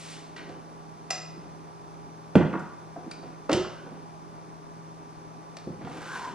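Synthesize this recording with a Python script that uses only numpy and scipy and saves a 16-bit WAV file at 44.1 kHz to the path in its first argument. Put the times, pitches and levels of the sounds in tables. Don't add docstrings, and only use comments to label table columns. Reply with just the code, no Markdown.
import sys
import numpy as np
from scipy import signal
from scipy.fft import rfft, irfft
from scipy.io import wavfile
from scipy.ndimage import uniform_filter1d

SR = 44100
rng = np.random.default_rng(int(sys.argv[2]) if len(sys.argv) > 2 else 0)


def wav_out(sig):
    wavfile.write(sys.argv[1], SR, np.round(np.clip(np.atleast_2d(sig).T, -1, 1) * 32767).astype(np.int16))


N = 279594
T = np.arange(N) / SR
ANTIPHASE = np.array([[1], [-1]])
POP_S = 3.492


def undb(db):
    return 10 ** (np.asarray(db) / 20)


def unit(x):
    return x / np.sqrt(np.mean(x ** 2))


def along(points, hz):
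    f, value = np.transpose(points)
    return np.interp(np.log(np.maximum(hz, 1)), np.log(f), value)


def coloured(x, points):
    gain = undb(along(points, np.fft.rfftfreq(N, 1 / SR)))
    return unit(irfft(rfft(x) * gain, N))


def flattened(x, size=1):
    spectrum = rfft(x)
    power = uniform_filter1d(np.abs(spectrum) ** 2, size)
    return irfft(spectrum / np.sqrt(power + 1e-12), x.shape[-1])


def edge(x, hz, kind, order=2):
    return signal.sosfilt(signal.butter(order, min(hz, SR / 2 - 1000), kind, fs=SR, output="sos"), x)


def ring(x, hz, width):
    return signal.lfilter(*signal.iirpeak(hz, hz / width, fs=SR), x)


def walk(rate):
    return np.interp(T * rate, np.arange(4096), rng.standard_normal(4096))


def gesture(start_s, attack_s, hold_s, release_s):
    age = T - start_s
    return np.clip(age / attack_s, 0, 1) * np.exp(-np.maximum(age - attack_s - hold_s, 0) / release_s)


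def sine(hz):
    return unit(np.sin(2 * np.pi * np.cumsum(hz) / SR))


def tones(lines, waver_db, drift_hz):
    return sum(undb(db + waver_db * walk(12)) * sine(hz + drift_hz * walk(14)) for hz, db in lines)


def friction(grain_db, rate):
    return rng.standard_normal(N) * undb(grain_db * walk(rate))


def rubbed_mode(hz, width, wander=.03):
    phase = 2 * np.pi * np.cumsum(hz * (1 + wander * walk(22))) / SR
    slips = edge(rng.standard_normal((2, N)), width / 2, "low")
    return unit(slips[0] * np.cos(phase) + slips[1] * np.sin(phase))


def strikes(events, modes, contact_s, crack_db, crack_s):
    out, t = np.zeros(N + SR), T[:SR // 3]
    rings = [undb(db) * ring(signal.unit_impulse(len(t)), hz, width) for hz, width, db in modes]
    for s, db, low_hz, high_hz in events:
        delays = (rng.random(len(modes)) * contact_s * SR).astype(int)
        body = sum(np.pad(r, (d, 0))[:len(t)] for r, d in zip(rings, delays))
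        decay = np.exp(-t / crack_s)
        crack = flattened(rng.standard_normal(len(t)) * decay) * decay ** .2
        blow = body + undb(crack_db) * crack * np.linalg.norm(body) / np.linalg.norm(crack)
        blow = edge(edge(blow, low_hz, "high"), high_hz, "low", order=3)
        start = int(s * SR)
        out[start:start + len(t)] += undb(db) * blow / np.std(blow[:SR // 100])
    return out[:N]


def bounces(first, gap_s, loss_db, dulling, count):
    s, db, low_hz, high_hz = first
    return [(s + k * gap_s, db - k * loss_db, low_hz, high_hz * dulling ** k) for k in range(count)]


def placed(x, wet_db):
    return np.array([x, undb(wet_db) * x])


def reflections(early_s=.1):
    early = np.exp(-T[:SR] / early_s)
    even = unit(flattened(rng.standard_normal((2, SR)) * early, size=40)) * np.sqrt(np.mean(early ** 2))
    return even + rng.standard_normal((2, SR)) * np.sqrt(1 - early ** 2)


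def kitchen(x, build_s=.0017):
    # f/Hz, T60/s
    decay_times = [(80, 0.5), (250, 0.39), (600, 0.58), (1500, 0.66), (3000, 0.62), (6000, 0.52),
                   (11000, 0.23)]
    # f/Hz, level/dB
    stereo_width = [(100, -22), (300, -10), (650, -13), (1400, -18.5), (4000, -29), (8000, -47.5)]
    t, hz = T[:SR], np.arange(SR // 2 + 1)
    spectra, tail = rfft(reflections()), 0
    spectra[1] *= undb(along(stereo_width, hz))
    centres_hz, t60s = np.transpose(decay_times)
    for share, t60 in zip(np.eye(len(t60s)), t60s):
        band = along(np.c_[centres_hz, share], hz)
        tail = tail + irfft(spectra * band) * np.exp(-np.log(1000) * t / t60)
    tail *= 1 - np.exp(-(t / build_s) ** 2)
    mid, side = signal.fftconvolve(x[None], tail / np.linalg.norm(tail[0]), axes=1)[:, :N]
    return mid + side * ANTIPHASE


def camera_motor(rumble_db=-48):
    # f/Hz, level/dB
    rumble = [(20, -11), (60, 3.5), (100, -2.5), (250, -5), (600, -14.5), (800, -7.5), (945, -0.5),
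              (1040, -1), (1130, -9.5), (1500, -21), (3000, -39), (11500, -32), (13000, -41)]
    # f/Hz, level/dB
    whine = [(161.5, -58.5), (991, -58.5), (1163, -63.5), (4797, -77), (5093, -99), (5394, -74),
             (5809, -76), (8592, -104)]
    whirr = undb(rumble_db) * coloured(rng.standard_normal(N), rumble)
    return (whirr + tones(whine, waver_db=1, drift_hz=1.6)) * ANTIPHASE


def room_tone(air_db=-50.5, side_db=-12):
    # f/Hz, level/dB
    hum = [(119, -65), (161.5, -50.5), (312, -63), (409.1, -59.5), (822, -63.5), (1163, -66.5),
           (3531, -80.5), (6255, -76.5)]
    # f/Hz, level/dB
    air = [(25, -15.5), (60, -8), (110, -4), (170, -4), (245, -2), (350, -2), (490, -8), (680, -5.5),
           (1500, -15), (3000, -26), (6000, -24.5), (7200, -30.5), (10200, -30), (11000, -52)]
    mid, side = (coloured(rng.standard_normal(N), air) for _ in range(2))
    rush = undb(air_db) * (mid + undb(side_db) * side * ANTIPHASE)
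    return tones(hum, waver_db=1.4, drift_hz=1.22) + rush


def faint_ticking(db=-73, hz=2380, width=300, uneven_db=2):
    pulses = np.zeros(N)
    pulses[SR // 23::SR // 20] = 1
    pulses *= undb(uneven_db * walk(20))
    return undb(db) * unit(ring(ring(pulses, hz, width), hz, width))


def hand_brush(db=-47.8, hold_s=.132, release_s=.065):
    # f/Hz, level/dB
    hiss = [(300, -14), (900, -8), (2000, -2), (4500, -2), (6500, -5), (9000, -5.5), (11000, -19)]
    contact = np.exp(-np.maximum(T - hold_s, 0) / release_s)
    return coloured(friction(grain_db=0, rate=460), hiss) * undb(db) * contact


def grip_shuffle(holding_db=-63):
    # t/s, level/dB, length/s
    rubs = [(.33, -50, .1), (.46, -53, .05), (1.3, -52, .16), (2.88, -55, .25), (3.16, -47.5, .1),
            (3.82, -46, .1), (5.78, -46, .1), (5.89, -50, .11), (6.26, -44, .04)]
    # f/Hz, level/dB
    rustle = [(60, -11), (130, -5), (280, -0.5), (420, -6), (700, -11.5), (1500, -23), (3000, -28.5),
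              (8000, -50)]
    swells = sum(undb(db) * gesture(s, .4 * length, .6 * length, release_s=.07) for s, db, length in rubs)
    return coloured(friction(grain_db=4.5, rate=62), rustle) * np.hypot(swells, undb(holding_db))


def soft_bumps():
    # t/s, level/dB, lowest f/Hz, highest f/Hz
    bumps = [(.412, -49, 300, 1200), (.424, -52, 200, 700), (.477, -50, 400, 1400), (.492, -50, 500, 6000),
             (2.960, -38.5, 600, 900), (3.229, -49, 500, 1100)]
    # f/Hz, width/Hz, level/dB
    modes = [(305, 60, 2), (540, 90, -3), (690, 80, 1), (1590, 150, -7)]
    return strikes(bumps, modes, contact_s=.006, crack_db=-2, crack_s=.008)


def spoon_clinks():
    # t/s, level/dB, lowest f/Hz, highest f/Hz
    clinks = [(.363, -44.5, 1300, 4800), (.379, -45, 900, 3800), (.392, -45, 1000, 3000)]
    # f/Hz, width/Hz, level/dB
    modes = [(630, 90, 5), (1000, 150, -3), (1530, 90, 7), (1910, 90, 4), (2330, 190, -3), (4280, 12, 13),
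             (8240, 14, 11), (10200, 40, 10)]
    return strikes(clinks, modes, contact_s=.00512, crack_db=4, crack_s=.01)


def rim_tap():
    # t/s, level/dB, lowest f/Hz, highest f/Hz
    taps = [(3.112, -40.5, 600, 8500)]
    # f/Hz, width/Hz, level/dB
    modes = [(1420, 150, -1), (2420, 180, -2), (3900, 130, -3), (4660, 145, 2.5), (5400, 260, -8),
             (6700, 200, -10), (8500, 260, -7)]
    return strikes(taps, modes, contact_s=.005, crack_db=-5, crack_s=.009)


def cap_clicks():
    # t/s, level/dB, lowest f/Hz, highest f/Hz
    clicks = [(5.568, -41.5, 400, 8000), (5.585, -52, 900, 5000)]
    # f/Hz, width/Hz, level/dB
    modes = [(630, 140, 5), (1350, 400, -2), (1750, 200, -3), (2420, 200, 0), (4000, 400, -6),
             (4600, 400, -3), (5500, 300, -2)]
    return strikes(clicks, modes, contact_s=.004, crack_db=-3, crack_s=.006)


def seal_rub(judder_db=-30):
    # f/Hz, level/dB
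    rubber = [(120, -14), (250, -3), (420, -2), (620, 0), (950, -10), (1300, -15), (2200, -18), (4000, -28),
              (9000, -45)]
    # t/s, level/dB, f/Hz, width/Hz, attack/s, hold/s, release/s
    squeak = (3.72, -53.5, 1520, 90, .05, .05, .02)
    judder = coloured(friction(grain_db=5, rate=300), rubber) * undb(judder_db)
    judder *= gesture(POP_S, attack_s=.012, hold_s=.035, release_s=.035)
    s, db, hz, width, *envelope = squeak
    return judder + rubbed_mode(hz, width, wander=.015) * undb(db) * gesture(s, *envelope)


def lid_contacts():
    # t/s, level/dB, lowest f/Hz, highest f/Hz
    slips = [(3.4915, -29.5, 480, 900), (3.495, -22.5, 400, 1250), (3.517, -31, 130, 2400),
             (3.535, -34, 1800, 3500), (3.546, -27, 50, 260), (3.648, -40, 800, 1500),
             (3.863, -42, 620, 760), (3.918, -43, 220, 380)]
    flop = (5.671, -31, 100, 420)
    snaps = [(3.495, -42, 2200, 5200), (3.516, -34.5, 1900, 5200), (3.5293, -28.3, 2000, 6000),
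             (3.533, -34.5, 2400, 6500)]
    # f/Hz, width/Hz, level/dB
    modes = [(89, 18, -6), (136, 134, -1), (204, 51, 1), (262, 45, 0), (370, 57, -3), (530, 110, -2),
             (625, 110, -3), (725, 110, -6), (890, 140, -10), (1085, 45, -6), (1550, 350, -13),
             (2190, 260, -8), (2780, 190, -7), (3240, 90, -11)]
    flops = bounces(flop, gap_s=.03, loss_db=2.5, dulling=.55, count=2)
    return (strikes(slips + flops, modes, contact_s=.0036, crack_db=0, crack_s=.006),
            strikes(snaps, modes, contact_s=.002, crack_db=12, crack_s=.0035))


def lid_pop(db=-26.5, sag_db_per_s=32, wobble=.06, flutter_db=3.5):
    shut_hz, open_hz, opening_s = 245, 376, .04
    surge_s, surge_width_s, surge_db = 3.553, .011, 7.5
    puff_db, puff_width_s = -32, .036
    age = np.maximum(T - POP_S, 0)
    hz = open_hz + (shut_hz - open_hz) * np.exp(-age / opening_s)
    tone = sine(hz * (1 + wobble * walk(160))) * undb(flutter_db * walk(130))
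    surge = np.exp(-((T - surge_s) / surge_width_s) ** 2)
    tone *= undb(db + surge_db * surge - sag_db_per_s * age)
    tone *= gesture(POP_S, attack_s=.006, hold_s=.125, release_s=.007)
    puff = unit(edge(edge(rng.standard_normal(N), 210, "low", order=3), 70, "high"))
    return tone + puff * undb(puff_db) * np.exp(-((T - surge_s) / puff_width_s) ** 2)


def jar_drag(drag_db=-43.3, catch_db=1.6, tip_s=5.95, tip_length_s=.36, fade_db=30):
    # f/Hz, level/dB
    colour = [(200, 4), (600, -1), (1150, 4), (1800, -1.5), (2400, -4.5), (3500, -7.5), (6000, -10),
              (8500, -13.5), (11000, -20.5)]
    # f/Hz, width/Hz, level/dB, tilt of strongest ring (0 upright, 1 tipped)
    modes = [(1547, 220, 2, .44), (995, 130, 6.5, .87)]
    tilt = np.minimum((T - tip_s) / tip_length_s, 1)
    scrape = edge(coloured(friction(grain_db=3.5, rate=480), colour), 140, "high")
    rings = sum(undb(db - fade_db * np.abs(tilt - best)) * rubbed_mode(hz, width)
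                for hz, width, db, best in modes)
    pull = gesture(5.79, attack_s=.29, hold_s=.17, release_s=.06)
    return (scrape + rings) * undb(drag_db + catch_db * walk(45)) * pull


def wall_clacks():
    # t/s, level/dB, lowest f/Hz, highest f/Hz
    clacks = [(1.1045, -30.5, 520, 9000), (1.107, -28.7, 480, 8000)]
    # f/Hz, width/Hz, level/dB
    modes = [(620, 110, 7), (700, 70, 4), (800, 55, 11), (1110, 60, -1), (1340, 130, 3), (1570, 43, 2),
             (2015, 60, 5), (2440, 100, 6.5), (2620, 100, 5.5), (2770, 100, -1), (4128, 60, 0),
             (4595, 100, 0), (5050, 130, 8), (5180, 130, 7), (5320, 130, 3), (5930, 75, 7), (6730, 65, 2),
             (7260, 130, 4.5), (7440, 140, 3), (8700, 250, -3), (10100, 100, -9)]
    return strikes(clacks, modes, contact_s=.0015, crack_db=-7, crack_s=.006)


def jar_foot():
    # t/s, level/dB, lowest f/Hz, highest f/Hz
    clacks = [(2.354, -29.5, 1700, 3400), (2.366, -36, 700, 1400), (2.409, -36, 700, 1500),
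              (2.422, -37, 700, 1700), (2.528, -40.5, 900, 2600), (2.537, -32, 750, 1350),
              (2.552, -33, 800, 1350), (2.606, -46, 600, 950), (5.811, -54, 800, 2000),
              (5.848, -50, 1600, 5500), (5.870, -41, 400, 750), (5.915, -53, 1600, 4000),
              (5.975, -51, 1600, 3500)]
    ticks = [(2.355, -46, 5000, 7200), (2.594, -57, 4000, 8000)]
    # f/Hz, width/Hz, level/dB
    modes = [(710, 60, -3), (940, 55, 3), (1155, 80, 1), (1290, 80, -8), (1410, 55, 2), (1510, 70, -5),
             (1640, 100, -5), (1815, 90, -6), (2035, 70, -6), (2550, 380, -9), (3200, 120, -10)]
    return (strikes(clacks, modes, contact_s=.003, crack_db=-6, crack_s=.005)
            + strikes(ticks, modes, contact_s=.002, crack_db=18, crack_s=.006))


def jar_body():
    # t/s, level/dB, lowest f/Hz, highest f/Hz
    knocks = [(1.366, -44, 260, 400), (1.453, -45, 260, 400), (2.354, -10.5, 55, 1500),
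              (2.528, -33, 200, 700), (2.54, -30, 70, 600), (2.552, -31, 130, 600), (2.622, -46, 300, 450),
              (2.971, -40, 450, 600), (3.062, -39, 380, 480), (3.074, -39, 380, 550),
              (5.809, -39.5, 330, 493), (5.838, -36, 40, 200)]
    rock = (2.367, -13.5, 90, 700)
    # f/Hz, width/Hz, level/dB
    modes = [(50, 25, -21), (77, 6.4, -7), (98.5, 8, -4), (155, 14, 11.5), (192, 24, 12), (240, 92, -1),
             (274, 50, 6.5), (340, 55, 1), (409, 20, -10), (480, 60, -17), (523, 29, -16), (708, 50, -14),
             (861, 80, -21), (965, 70, -16), (1040, 40, -19)]
    rocking = bounces(rock, gap_s=.041, loss_db=5.5, dulling=.92, count=3)
    return (strikes(knocks, modes, contact_s=.004, crack_db=-20, crack_s=.0039),
            strikes(rocking, modes, contact_s=.001, crack_db=-22, crack_s=.002))


def scene(right_db=1.6):
    thuds, rocking = jar_body()
    foot = jar_foot()
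    lid, snaps = lid_contacts()
    clatter = (placed(wall_clacks(), wet_db=-2) + placed(foot + snaps, wet_db=-2.5)
               + placed(rim_tap(), wet_db=-3.5) + placed(cap_clicks(), wet_db=-6)
               + placed(lid + spoon_clinks() + soft_bumps(), wet_db=-2))
    dull, dull_send = (placed(thuds, wet_db=-4.5) + placed(rocking, wet_db=-6.5)
                       + placed(lid_pop(), wet_db=-10))
    rubbing = hand_brush() + seal_rub() + jar_drag() + grip_shuffle()
    bright, bright_send = clatter + placed(rubbing, wet_db=-3.5)
    pan = undb([[-right_db / 2], [right_db / 2]])
    return pan * (dull + kitchen(dull_send)) + bright + kitchen(bright_send) + room_tone() + faint_ticking()


def record(dry, lag_s=.000036, left_cut_hz=115, right_cut_hz=40, top_hz=12900):
    delay = np.exp(-2j * np.pi * np.fft.rfftfreq(N, 1 / SR) * lag_s)
    left = edge(irfft(rfft(dry[0]) * delay, N), left_cut_hz, "high", order=1)
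    right = edge(dry[1], right_cut_hz, "high", order=1)
    top_cut = signal.ellip(8, .2, 70, top_hz, fs=SR, output="sos")
    return signal.sosfilt(top_cut, np.array([left, right]) + camera_motor())


dry = scene()
out = record(dry)
wav_out(out)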